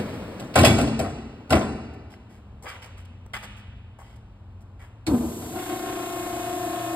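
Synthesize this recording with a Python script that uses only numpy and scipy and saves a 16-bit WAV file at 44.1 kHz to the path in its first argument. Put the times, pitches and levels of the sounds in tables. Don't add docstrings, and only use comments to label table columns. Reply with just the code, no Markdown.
import sys
import numpy as np
from scipy import signal
from scipy.fft import rfft, irfft, next_fast_len
from scipy.io import wavfile
from scipy.ndimage import map_coordinates

SR = 44100
rng = np.random.default_rng(int(sys.argv[2]) if len(sys.argv) > 2 else 0)


def output_pcm(signal):
    pcm = np.clip(np.atleast_2d(signal).T, -1, 1) * 32767
    wavfile.write(sys.argv[1], SR, np.round(pcm).astype(np.int16))


N = 306495

# time in seconds, drone level in dB, mid-band wash level in dB.
AIR = [(0, -57.5, -39), (2.4, -48.5, -54), (3.2, -45, -55), (4.3, -46, -55), (5, -50.5, -54.5),
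       (6.95, -61, -67)]
# frequency in Hz, relative level in dB per Hz.
DRONE_SPECTRUM = [(12, -62.5), (20, -40), (43, 9.5), (81, 5.5), (113, 1), (141, -12.5), (203, -10.5),
                  (271, -29.5), (400, -25.5), (520, -78), (880, -120)]
# frequency in Hz, relative level in dB per Hz.
WASH_SPECTRUM = [(200, 11.5), (400, 1.5), (1000, -0.5), (2000, -11.5), (4000, -16), (8000, -30),
                 (15000, -40)]
# frequency in Hz, amplitude in dB before the common lift.
FANS = [(91.5, -52), (113.0, -52.5), (204.6, -63), (242.2, -66.5)]
# frequency in Hz, T60 in seconds.
HALL_T60 = [(60, 1.98), (160, 1.4), (420, 1.6), (1100, 1.18), (2900, 1.56), (7700, 0.75), (14000, 0.26)]

# frequency in Hz, relative level in dB per Hz.
RAIL_SPECTRUM = [(18, -39), (30, -28), (49, -6), (181, -4.5), (217, -1.5), (423, -10.5), (509, -6),
                 (955, -23), (2320, -23), (2500, -27), (3250, -60.5), (5500, -120)]
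RUMBLE_DB, RATTLE_DB, SLOWS_DB_PER_S = -32.5, -47, -17.5
JOLT_DB, JOLT_S = 8, 0.014
REST_S, SETTLE_S = 0.55, 0.02

# start in seconds, crack level in dB before the plate, then boom, clang, sizzle
# and ring in dB re crack, and the centre in Hz of the modes rung hardest.
BLOWS = [(0.396, -39.5, 2.5, 2.5, 1, -2, 500), (0.539, -32, 1.5, -7, -13.5, -11, 600),
         (0.555, -16.5, 0, 6, -0.5, 3.5, 790), (0.575, -18, -3.5, -6.5, -4.5, -15, 1390),
         (0.585, -18.5, 6, -9.5, 3, 8.5, 90), (0.611, -23.5, 6, -1.5, -4, -10, 215),
         (0.632, -18.5, 0.5, 6.5, -4, 2, 750), (0.6456, -9, -16.5, -11, -1.5, -7, 3617),
         (0.6596, -18, 1, -10.5, 0.5, -5.5, 2315), (0.6792, -23.5, -1.5, -2.5, -5, 9, 265),
         (0.709, -30.5, -1, -0.5, -6.5, -4, 2200), (0.74, -33, 13.5, -1, -16.5, 6, 230),
         (0.781, -25, -3, 3.5, -1, -2, 1400), (0.809, -30, 10.5, -0.5, 2.5, -7, 700),
         (0.87, -36, 1.5, -5.5, -5.5, 8.5, 645), (0.9904, -28, 5.5, 2, 1.5, 1, 596),
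         (1.039, -42, 4.5, 12.5, -20, -4, 595), (1.495, -42, 3, 12, 2.5, 5, 400),
         (1.5042, -23.5, 8, 4, 0.5, 2, 1500), (1.5224, -20, -2, 6, -5, 7, 650),
         (1.55, -30, 7.5, -1, 0.5, 5.5, 376), (1.61, -36.5, 8.5, 6.5, -30, 12.5, 560)]
# frequency in Hz, relative level in dB, T60 in seconds.
FRAME_MODES = [(85.7, 0.5, 0.41), (164, -2.5, .5), (223, -6.5, 1), (273, 4.5, 0.13), (351, -3.5, 0.16),
               (402.6, -5, 0.52), (581, -5.5, 0.24), (658.3, 3.5, 0.072), (722, 1.5, 0.081),
               (1045, -7.5, 0.36), (1400, -7.5, 0.23), (1510, -4, 0.15), (2298, 0.5, 0.2),
               (3410, -5.5, 0.24), (3830, -11, 0.15)]
# frequency in Hz, width in Hz, level in dB.
PLATE = [(98, 75, 0.5), (163, 41, 2.5), (216.4, 52, -6), (303, 24, 3.5), (516, 110, -1), (631, 127, 3),
         (770, 87, -3), (1093, 53, 2), (1410, 190, -6), (1670, 36, -0.5), (1925, 160, -2.5),
         (2358, 220, 0.5), (2630, 140, 4.5), (3250, 540, 0.5), (5200, 900, -3)]
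# frequency in Hz, relative level in dB per Hz.
BOOM_SPECTRUM = [(30, -35), (60, -2), (95, -10), (230, -2), (450, -10.5), (900, -55.5)]
# frequency in Hz, relative level in dB per Hz.
CLANG_SPECTRUM = [(150, -13), (350, -12.5), (670, 5.5), (1100, -3), (2300, -10), (4000, -62.5)]
# frequency in Hz, relative level in dB per Hz.
CRACK_SPECTRUM = [(600, -14.5), (1500, -1.5), (2500, 2.5), (4500, 4.5), (5600, -1), (7000, -9.5),
                  (12000, -13)]
# frequency in Hz, relative level in dB per Hz.
SIZZLE_SPECTRUM = [(3000, -19.5), (6000, -3), (8500, 5.5), (12500, -5), (14000, -19.5), (16000, -21.5)]
CONTACT_S = 0.021
REACH_OCT, REACH_DB = 0.56, -15
TICKS, TICK_DB, TICK_FADE_DB_PER_S = 14, -8, 77
TICK_SPREAD_S, TICK_HZ, TICK_OCT, TICK_T60_S = 0.037, 3310, 0.6, 0.04

# start in seconds, scrape level in dB, thud in dB re scrape, hiss in dB re scrape,
# scrape centre in Hz, length in seconds.
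SCUFFS = [(1.929, -62, -21.5, 1, 2460, 0.022), (2.097, -57, -2.5, -6.5, 2957, 0.057),
          (2.133, -48, -15, -20, 2102, 0.012), (2.29, -62, -2, -5.5, 2470, 0.1),
          (2.622, -55, 5.5, 6, 1950, 0.0293), (2.639, -44, -3.5, -25.5, 500, 0.033),
          (2.655, -39.5, -14, -20.5, 1550, 0.07), (2.677, -44.5, -25, -7, 3420, 0.043),
          (2.711, -45, -11, -17, 1800, 0.06), (2.8184, -45, -10.5, -8.5, 2550, 0.039),
          (2.843, -52, 0.5, -5, 900, 0.032), (2.97, -54.5, -19, -7, 2030, 0.049),
          (3.049, -52.5, -12, -8, 3006, 0.012), (3.261, -45.5, 3, -7, 1210, 0.0058),
          (3.3335, -30.5, -12.5, -14, 1770, 0.032), (3.361, -31.5, -11, -16, 1880, 0.017),
          (3.382, -47.5, -10.5, -15, 2200, 0.022), (3.424, -42, -4.5, -6, 2250, 0.034),
          (3.56, -57, -2, -4.5, 1820, 0.051), (3.985, -52.5, 0.5, -7.5, 1300, 0.047),
          (4.016, -60, -2.5, -9, 2630, 0.15), (4.156, -63, 3, 5, 3000, 0.015),
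          (4.604, -67, 4, 6, 3450, 0.023), (4.791, -54, -5.5, -11.5, 1566, 0.087)]
# frequency in Hz, relative level in dB per Hz.
SOLE_SPECTRUM = [(200, -25), (450, -7.5), (900, -1), (1800, -42.5)]
# frequency in Hz, relative level in dB per Hz.
GRIT_SPECTRUM = [(2500, -27), (5000, 2.5), (9000, 1), (15000, -10.5)]
# frequency in Hz, width in Hz, level in dB.
TREAD = [(1143, 130, 1.5), (1640, 120, 3.5), (2002, 58, 7), (2260, 75, 4.8), (3250, 240, -1.5),
         (5010, 210, 7.5), (466, 65.2, -2), (770, 87, -5)]
SCRAPE_WIDTH = 1.52
BITE_S, BITE_DB = 0.0015, -32.5
SOFTENS = 0.51
# time in seconds, pitch in Hz before jitter, level in dB.
SQUEAK = [(2.641, 474, -70), (2.646, 475, -40.5), (2.66, 498, -40.5), (2.667, 906, -40), (2.673, 1200, -38),
          (2.68, 1300, -70)]

# time in seconds, turns per second.
SPEED = [(5.07, 26), (5.42, 29.5), (5.52, 29.92), (6.95, 29.92)]
# time in seconds, groan level in dB, winding pull level in dB.
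STRAIN = [(5.06, -69, -59), (5.075, -26.5, -26), (5.15, -22.5, -16.5), (5.185, -30.5, -30),
          (5.225, -29, -25), (5.3, -33, -28), (5.34, -35, -48), (5.5, -38, -72), (5.57, -38, -80),
          (5.6, -88, -90)]
# frequency in Hz, width in Hz, relative level in dB.
GROAN = [(73, 25, -5), (162, 29, -7), (226, 38, -6), (336, 48, -4.5), (467, 32, -10.5), (581, 40, -16.5),
         (744, 97, -17.5), (1000, 65, -19.5), (1240, 110, -29.5), (1560, 67, -35)]
# frequency in Hz, relative level in dB per Hz.
CHURN_SPECTRUM = [(40, 0.5), (100, -7), (250, -3), (450, -9), (700, -6), (1200, -8.5), (2000, -12),
                  (2700, -16), (4500, -16), (7000, -37)]
# frequency in Hz, width in Hz, level in dB.
HOUSING = [(325.3, 34, 4.5), (699, 50, 6.5)]
# frequency in Hz, relative level in dB per Hz.
HISS_SPECTRUM = [(1500, -20), (3500, -4), (5500, -2), (7000, 0), (10000, -1.5), (13700, -2.5), (15000, -18)]
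# frequency in Hz, relative level in dB per Hz.
RASP_SPECTRUM = [(1500, -27), (2400, -5.5), (2700, -2), (3100, -2.5), (3600, 3.5), (4000, -11), (5500, -30)]
VANE_DB = [-41.5, -42, -47.5, -55, -55, -55, -57]
VANE_DB_PER_S = [-3.5, 5, -1, -1, 2, -5.5, 9.5]
SHAFT_ORDERS = [4, 8, 9, 10, 11, 13, 20, 22, 23, 25, 32, 34, 35, 43, 45, 46, 52, 54, 55, 63, 69, 89, 91,
                119, 132]
SHAFT_DB = [-51.5, -52.5, -55.5, -45.5, -40, -51.5, -56.5, -50.5, -39.5, -48, -60.5, -63, -51.5, -60, -66,
            -59, -60.5, -65, -61, -67, -71, -69, -66, -69, -61]
SHAFT_DB_PER_S = [14, -6, 1.5, -2, 4, -7, 8, 4.5, 6.5, -6.5, 11, 15.5, -1, 13, -3, -3, -11, -6, 7, -15, 1,
                  12, -3, -3, 9]
ON_S = 5.06
ON = round(ON_S * SR)
VANES, LATE_ORDER, MID_S = 12, 24, 6.25
LOADED_S, LOADS_DB_PER_S = 5.624, 56
HUNT_DB, HUNT_HZ, HUNT_S, HUNT_PEAK_S = 4.5, 6.9, 0.26, 5.58
CHURN_DB, IDLE_DB, PRIME_S = -38, -9, 0.21
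KICK_DB, KICK_S = -39.5, 0.053
HISS_DB, SPIN_UP_DB, SPIN_UP_S = -44.5, -9, 0.036
WHINE_DB, RASP_DB = -44, -51.5
PULL_HZ, SLIP_HZ = 239, 79.95
SETTLES_S, SLIP_S, INRUSH_S = 5.124, 0.011, 0.26

# frequency in Hz, width in Hz, relative level in dB.
SNAP = [(1430, 500, -4), (2320, 670, -2), (3570, 300, 1), (4320, 450, 4.5), (8730, 2700, -8)]
SNAP_S, SNAP_DB = 5.0655, -27

# frequency in Hz, correlation.
ALIKE = [(100, .998), (170, .99), (350, .97), (700, .9), (1500, .8), (2700, .6), (3500, .35), (4800, .4),
         (5600, .92), (15000, .9)]
# frequency in Hz, phase in radians.
LEAD = [(0, 0), (700, .6), (1200, .6), (1700, 0), (2100, -1.2), (2750, -3.1), (3450, -3.6), (4100, -6.6),
        (6000, -9.42), (16000, -24.2)]
# frequency in Hz, left minus right in dB.
TILT = [(60, .2), (250, .8), (500, 2), (1000, 3.5), (1700, 1), (2700, -3), (5500, 0)]
# frequency in Hz, gain in dB.
MIC = [(1400, 1), (2000, -1.5), (2700, 3.5), (4000, -3), (5500, -3.5), (7000, 0.5)]
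LOW_HZ, TOP_HZ = 40, 15800


def amp(db):
    return 10 ** (np.asarray(db) / 20)


def unit(x):
    return x / np.sqrt(np.mean(x ** 2) + 1e-20)


def along(points, hz):
    f, v = np.transpose(points)
    return np.interp(np.log(hz + 1), np.log(f + 1), v)


def curves(rows):
    s, *cols = np.transpose(rows)
    return [np.interp(np.arange(N) / SR, s, c) for c in cols]


def wobble(rate_hz):
    knots = rng.standard_normal(int(N * rate_hz / SR) + 4)
    return map_coordinates(knots, [np.arange(N) * rate_hz / SR])


def filtered(x, response):
    n = x.shape[-1]
    m = next_fast_len(n + 4096)
    return irfft(rfft(x, m) * response(np.fft.rfftfreq(m, 1 / SR)), m)[..., :n]


def bank(peaks, floor=0):
    def response(f):
        total = floor
        for k, (centre, width, db) in enumerate(peaks):
            damping = 1j * f * width
            total = total + (-1) ** k * amp(db) * damping / (centre * centre - f * f + damping)
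        return total
    return response


def noise(spectrum, size=N):
    return unit(filtered(rng.standard_normal((2, size)), lambda hz: amp(along(spectrum, hz))))


def resonant(peaks, size=N):
    return unit(filtered(rng.standard_normal((2, size)), bank(peaks)))


def add(track, sound, s):
    part = track[:, round(s * SR):][:, :sound.shape[1]]
    part += sound[:, :part.shape[1]]


def hall(x, wet_db, spread=None):
    hz, t, z = signal.stft(rng.standard_normal((2, SR * 3 // 2)), SR, nperseg=256)
    decay = amp(-60 * t / along(HALL_T60, hz)[:, None])
    tail = signal.istft(z * decay, SR, nperseg=256)[1]
    tail = tail * (1 - np.exp(-np.arange(tail.shape[1]) / SR / 0.0021))
    source = x if spread is None else spread
    out = amp(wet_db) * signal.fftconvolve(source, tail / np.linalg.norm(tail[0]), axes=1)
    add(out, x, 0)
    return out


def warehouse():
    drone_db, wash_db = curves(AIR)
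    t = np.arange(N) / SR
    out = amp(drone_db + 1.7 * wobble(19)) * noise(DRONE_SPECTRUM)
    for hz, db in FANS:
        level = amp(db + 2.0 + 4.1 * wobble(3.2))
        out += level * np.sin(2 * np.pi * hz * t + 1.9 * wobble(4.7))
    return out + amp(wash_db + 0.31 * wobble(2.4)) * noise(WASH_SPECTRUM)


def slide():
    t = np.arange(N) / SR
    moving = amp(SLOWS_DB_PER_S * t + JOLT_DB * np.exp(-t / JOLT_S))
    moving = moving * np.exp(-np.maximum(t - REST_S, 0) / SETTLE_S)
    shake = amp(0.73 * wobble(48))
    rumble = amp(RUMBLE_DB) * noise(RAIL_SPECTRUM)
    rattle = amp(RATTLE_DB) * unit(noise(CRACK_SPECTRUM) + 0.23 * noise(SIZZLE_SPECTRUM))
    return moving * shake * (rumble + rattle)


def frame_ring(t, centre_hz):
    ring = 0
    for hz, db, t60_s in FRAME_MODES:
        reach_db = REACH_DB * (1 - np.exp(-(np.log2(hz / centre_hz) / REACH_OCT) ** 2))
        level = amp(db + reach_db + rng.normal(0, 2.2) - 60 * t / t60_s)
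        ring = ring + level * np.sin(2 * np.pi * (hz * rng.normal(1, 0.0078) * t + rng.random((2, 1))))
    return ring * (1 - np.exp(-t / 0.004))


def clatter(t):
    late_s = rng.exponential(TICK_SPREAD_S, (TICKS, 1))
    pitch = rng.standard_normal((TICKS, 1))
    size = rng.standard_normal((TICKS, 1))
    u = np.maximum(t[:SR // 3] - late_s, 0)
    rings = amp(TICK_DB + 2.2 * size - TICK_FADE_DB_PER_S * late_s - 60 * u / TICK_T60_S)
    rings = rings * (1 - np.exp(-u / 0.0012))
    hz = TICK_HZ * 2 ** (TICK_OCT * pitch)
    pair = [np.sum(rings * np.sin(2 * np.pi * hz * u * stretch), axis=0) for stretch in (1, 1.01)]
    return np.pad(pair, ((0, 0), (0, len(t) - SR // 3)))


def gate():
    out, t = np.zeros((2, N)), np.arange(SR * 3 // 5) / SR
    size = len(t)

    def burst(slow):
        return (1 - np.exp(-t / (0.0016 * slow))) * np.exp(-t / (slow * CONTACT_S))

    smeared = [(hz, 4 * width, level - 3) for hz, width, level in PLATE]
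    for s, db, boom_db, clang_db, sizzle_db, ring_db, centre_hz in BLOWS:
        chatter = unit(amp(2 * map_coordinates(rng.standard_normal(400), [t * 330])))
        crack = noise(CRACK_SPECTRUM, size) + amp(sizzle_db) * noise(SIZZLE_SPECTRUM, size)
        crack = chatter * crack * burst(0.81)
        clang = chatter * amp(clang_db) * noise(CLANG_SPECTRUM, size) * burst(1.83)
        boom = amp(boom_db) * noise(BOOM_SPECTRUM, size) * burst(3.95)
        ring = amp(ring_db) * frame_ring(t, centre_hz)
        contact = crack + clang + boom
        flexed = [(hz * rng.normal(1, 0.03), width, level + rng.normal(0, 1.5)) for hz, width, level in PLATE]
        direct = filtered(contact, bank(flexed, floor=0.4)) + clatter(t) + ring
        spread = filtered(contact, bank(smeared, floor=0.4)) + amp(-8.0) * ring
        add(out, hall(amp(db) * direct, wet_db=-8.5, spread=amp(db) * spread), s)
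    return out


def scuffs():
    out, t = np.zeros((2, N)), np.arange(SR // 4) / SR
    size = len(t)
    for s, db, thud_db, hiss_db, hz, length_s in SCUFFS:
        attack_s = BITE_S * amp(SOFTENS * (BITE_DB - db))
        stroke = (1 - np.exp(-t / attack_s)) * np.exp(-(t / length_s) ** 3.5)
        grain = unit(amp(2.1 * map_coordinates(rng.standard_normal(400), [t * 400])))
        edge = 1 + SCRAPE_WIDTH / 2
        band = [(hz / 4, -30), (hz / edge, -3), (hz, 0), (hz * edge, -4), (hz * 4, -25)]
        tread = [(c * rng.normal(1, 0.02), w, level + rng.normal(0, 1.5)) for c, w, level in TREAD]
        drag = noise(band, size)
        scrape = unit(filtered(drag, bank(tread, floor=0.25)))
        rest = amp(thud_db) * noise(SOLE_SPECTRUM, size) + amp(hiss_db) * noise(GRIT_SPECTRUM, size)
        envelope = amp(db) * stroke * grain
        add(out, hall(envelope * (scrape + rest), wet_db=-9.5, spread=envelope * (drag + rest)), s)
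    return out


def squeak():
    pitch_hz, db = curves(SQUEAK)
    phase = 2 * np.pi * np.cumsum(pitch_hz * amp(0.29 * wobble(150))) / SR
    t = np.arange(N) / SR
    sounding = (t > SQUEAK[0][0]) * (t < SQUEAK[-1][0])
    x = amp(db) * (np.sin(phase) + 0.3 * np.sin(2 * phase)) * sounding
    return hall(x * np.array([[1], [0.4]]), wet_db=-8)[:, :N]


def inrush():
    groan_db, pull_db = curves(STRAIN)
    t = np.arange(N) / SR
    slip = (1 - np.tanh((t - SETTLES_S) / SLIP_S / 2)) / 2
    pull = np.sin(2 * np.pi * np.cumsum(PULL_HZ + SLIP_HZ * slip) / SR)
    pull = amp(pull_db + 0.92 * wobble(18)) * pull * np.array([[1], [0.2]])
    return (amp(groan_db) * resonant(GROAN) + pull) * (np.arange(N) >= ON)


def pump_orders():
    vane_orders = [VANES * k for k in range(1, len(VANE_DB) + 1)]
    vanes = list(zip(vane_orders, VANE_DB, VANE_DB_PER_S))
    return vanes + list(zip(SHAFT_ORDERS, SHAFT_DB, SHAFT_DB_PER_S))


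def pump_hum(t, turn, load):
    twist = turn + 0.008 * wobble(40)[ON:] + 0.02 * wobble(6)[ON:]
    hum = 0
    for k, db, db_per_s in pump_orders():
        level = amp(db + db_per_s * (t - MID_S) + 1.0 * wobble(14)[ON:] + 2.1 * wobble(3.5)[ON:])
        tone = np.sqrt(2) * np.sin(k * twist + 2 * np.pi * rng.random()) * np.array([[1], [0.3]])
        hum = hum + load ** max(k / LATE_ORDER, 1) * level * tone
    return hum


def oil_churn(t, turn):
    beat = (1 + 0.3 * np.sin(turn)) * amp(0.6 * wobble(12)[ON:] + 0.5 * wobble(90)[ON:])
    flow = amp(CHURN_DB + IDLE_DB * np.clip((LOADED_S - t) / PRIME_S, 0, 1))
    flow = flow + amp(KICK_DB) * np.exp(-(t - ON_S) / KICK_S)
    housed = unit(filtered(noise(CHURN_SPECTRUM), bank(HOUSING, floor=0.64)))[:, ON:]
    return np.clip((t - ON_S) / 0.026, 0, 1) * flow * beat * housed


def whine(turn):
    cycle = noise(HISS_SPECTRUM, size=round(SR / SPEED[-1][1]))
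    place = turn / (2 * np.pi) % 1
    return amp(WHINE_DB) * np.array([np.interp(place, np.arange(len(c)) / len(c), c) for c in cycle])


def rasp(t, turn):
    level = amp(RASP_DB + 1.5 * (t - MID_S) + 1.2 * wobble(11)[ON:] + 2.5 * wobble(300)[ON:])
    return level * (1 + 0.5 * np.sin(VANES * turn)) * noise(RASP_SPECTRUM)[:, ON:]


def fan_hiss(t):
    level = amp(HISS_DB + SPIN_UP_DB * np.exp(-(t - ON_S) / SPIN_UP_S) + 0.44 * wobble(7.3)[ON:])
    return level * np.clip((t - ON_S) / 0.015, 0, 1) * noise(HISS_SPECTRUM)[:, ON:]


def motor():
    turn = 2 * np.pi * np.cumsum(curves(SPEED)[0][ON:]) / SR
    t = np.arange(ON, N) / SR
    load = amp(LOADS_DB_PER_S * np.minimum(t - LOADED_S, 0))
    swing = np.cos(2 * np.pi * HUNT_HZ * (t - HUNT_PEAK_S))
    settling = np.exp(-np.maximum(t - HUNT_PEAK_S, 0) / HUNT_S)
    hunt = amp(HUNT_DB * swing * settling * (t > ON_S + INRUSH_S))
    running = hunt * pump_hum(t, turn, load) + np.sqrt(hunt) * oil_churn(t, turn)
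    running = running + load * (whine(turn) + rasp(t, turn)) + fan_hiss(t)
    out = inrush()
    add(out, running, ON_S)
    return out


def contactor():
    out, t = np.zeros((2, N)), np.arange(SR // 8) / SR
    burst = (1 - np.exp(-t / 0.0015)) * np.exp(-t / 0.016)
    add(out, hall(amp(SNAP_DB) * burst * resonant(SNAP, size=len(t)), wet_db=-23.5), SNAP_S)
    return out


def scene():
    return warehouse() + slide() + gate() + scuffs() + squeak() + motor() + contactor()


def record(dry):
    dry = dry / (1 + np.abs(dry / 0.8) ** 4) ** (1 / 4)

    def mix(hz):
        angle = np.arccos(np.clip(along(ALIKE, hz), -1, 1)) / 2
        return np.array([np.cos(angle), np.sin(angle)])

    def ports(hz):
        shift = np.log(amp(along(TILT, hz))) - 1j * np.interp(hz, *np.transpose(LEAD))
        band = (hz < TOP_HZ) * hz ** 2 / (hz ** 2 + LOW_HZ ** 2)
        return np.exp(np.array([[0.5], [-0.5]]) * shift) * amp(along(MIC, hz)) * band

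    shared, own = filtered(dry, mix)
    return filtered(np.array([shared + own, shared - own]), ports)


dry = scene()
out = record(dry)
output_pcm(out)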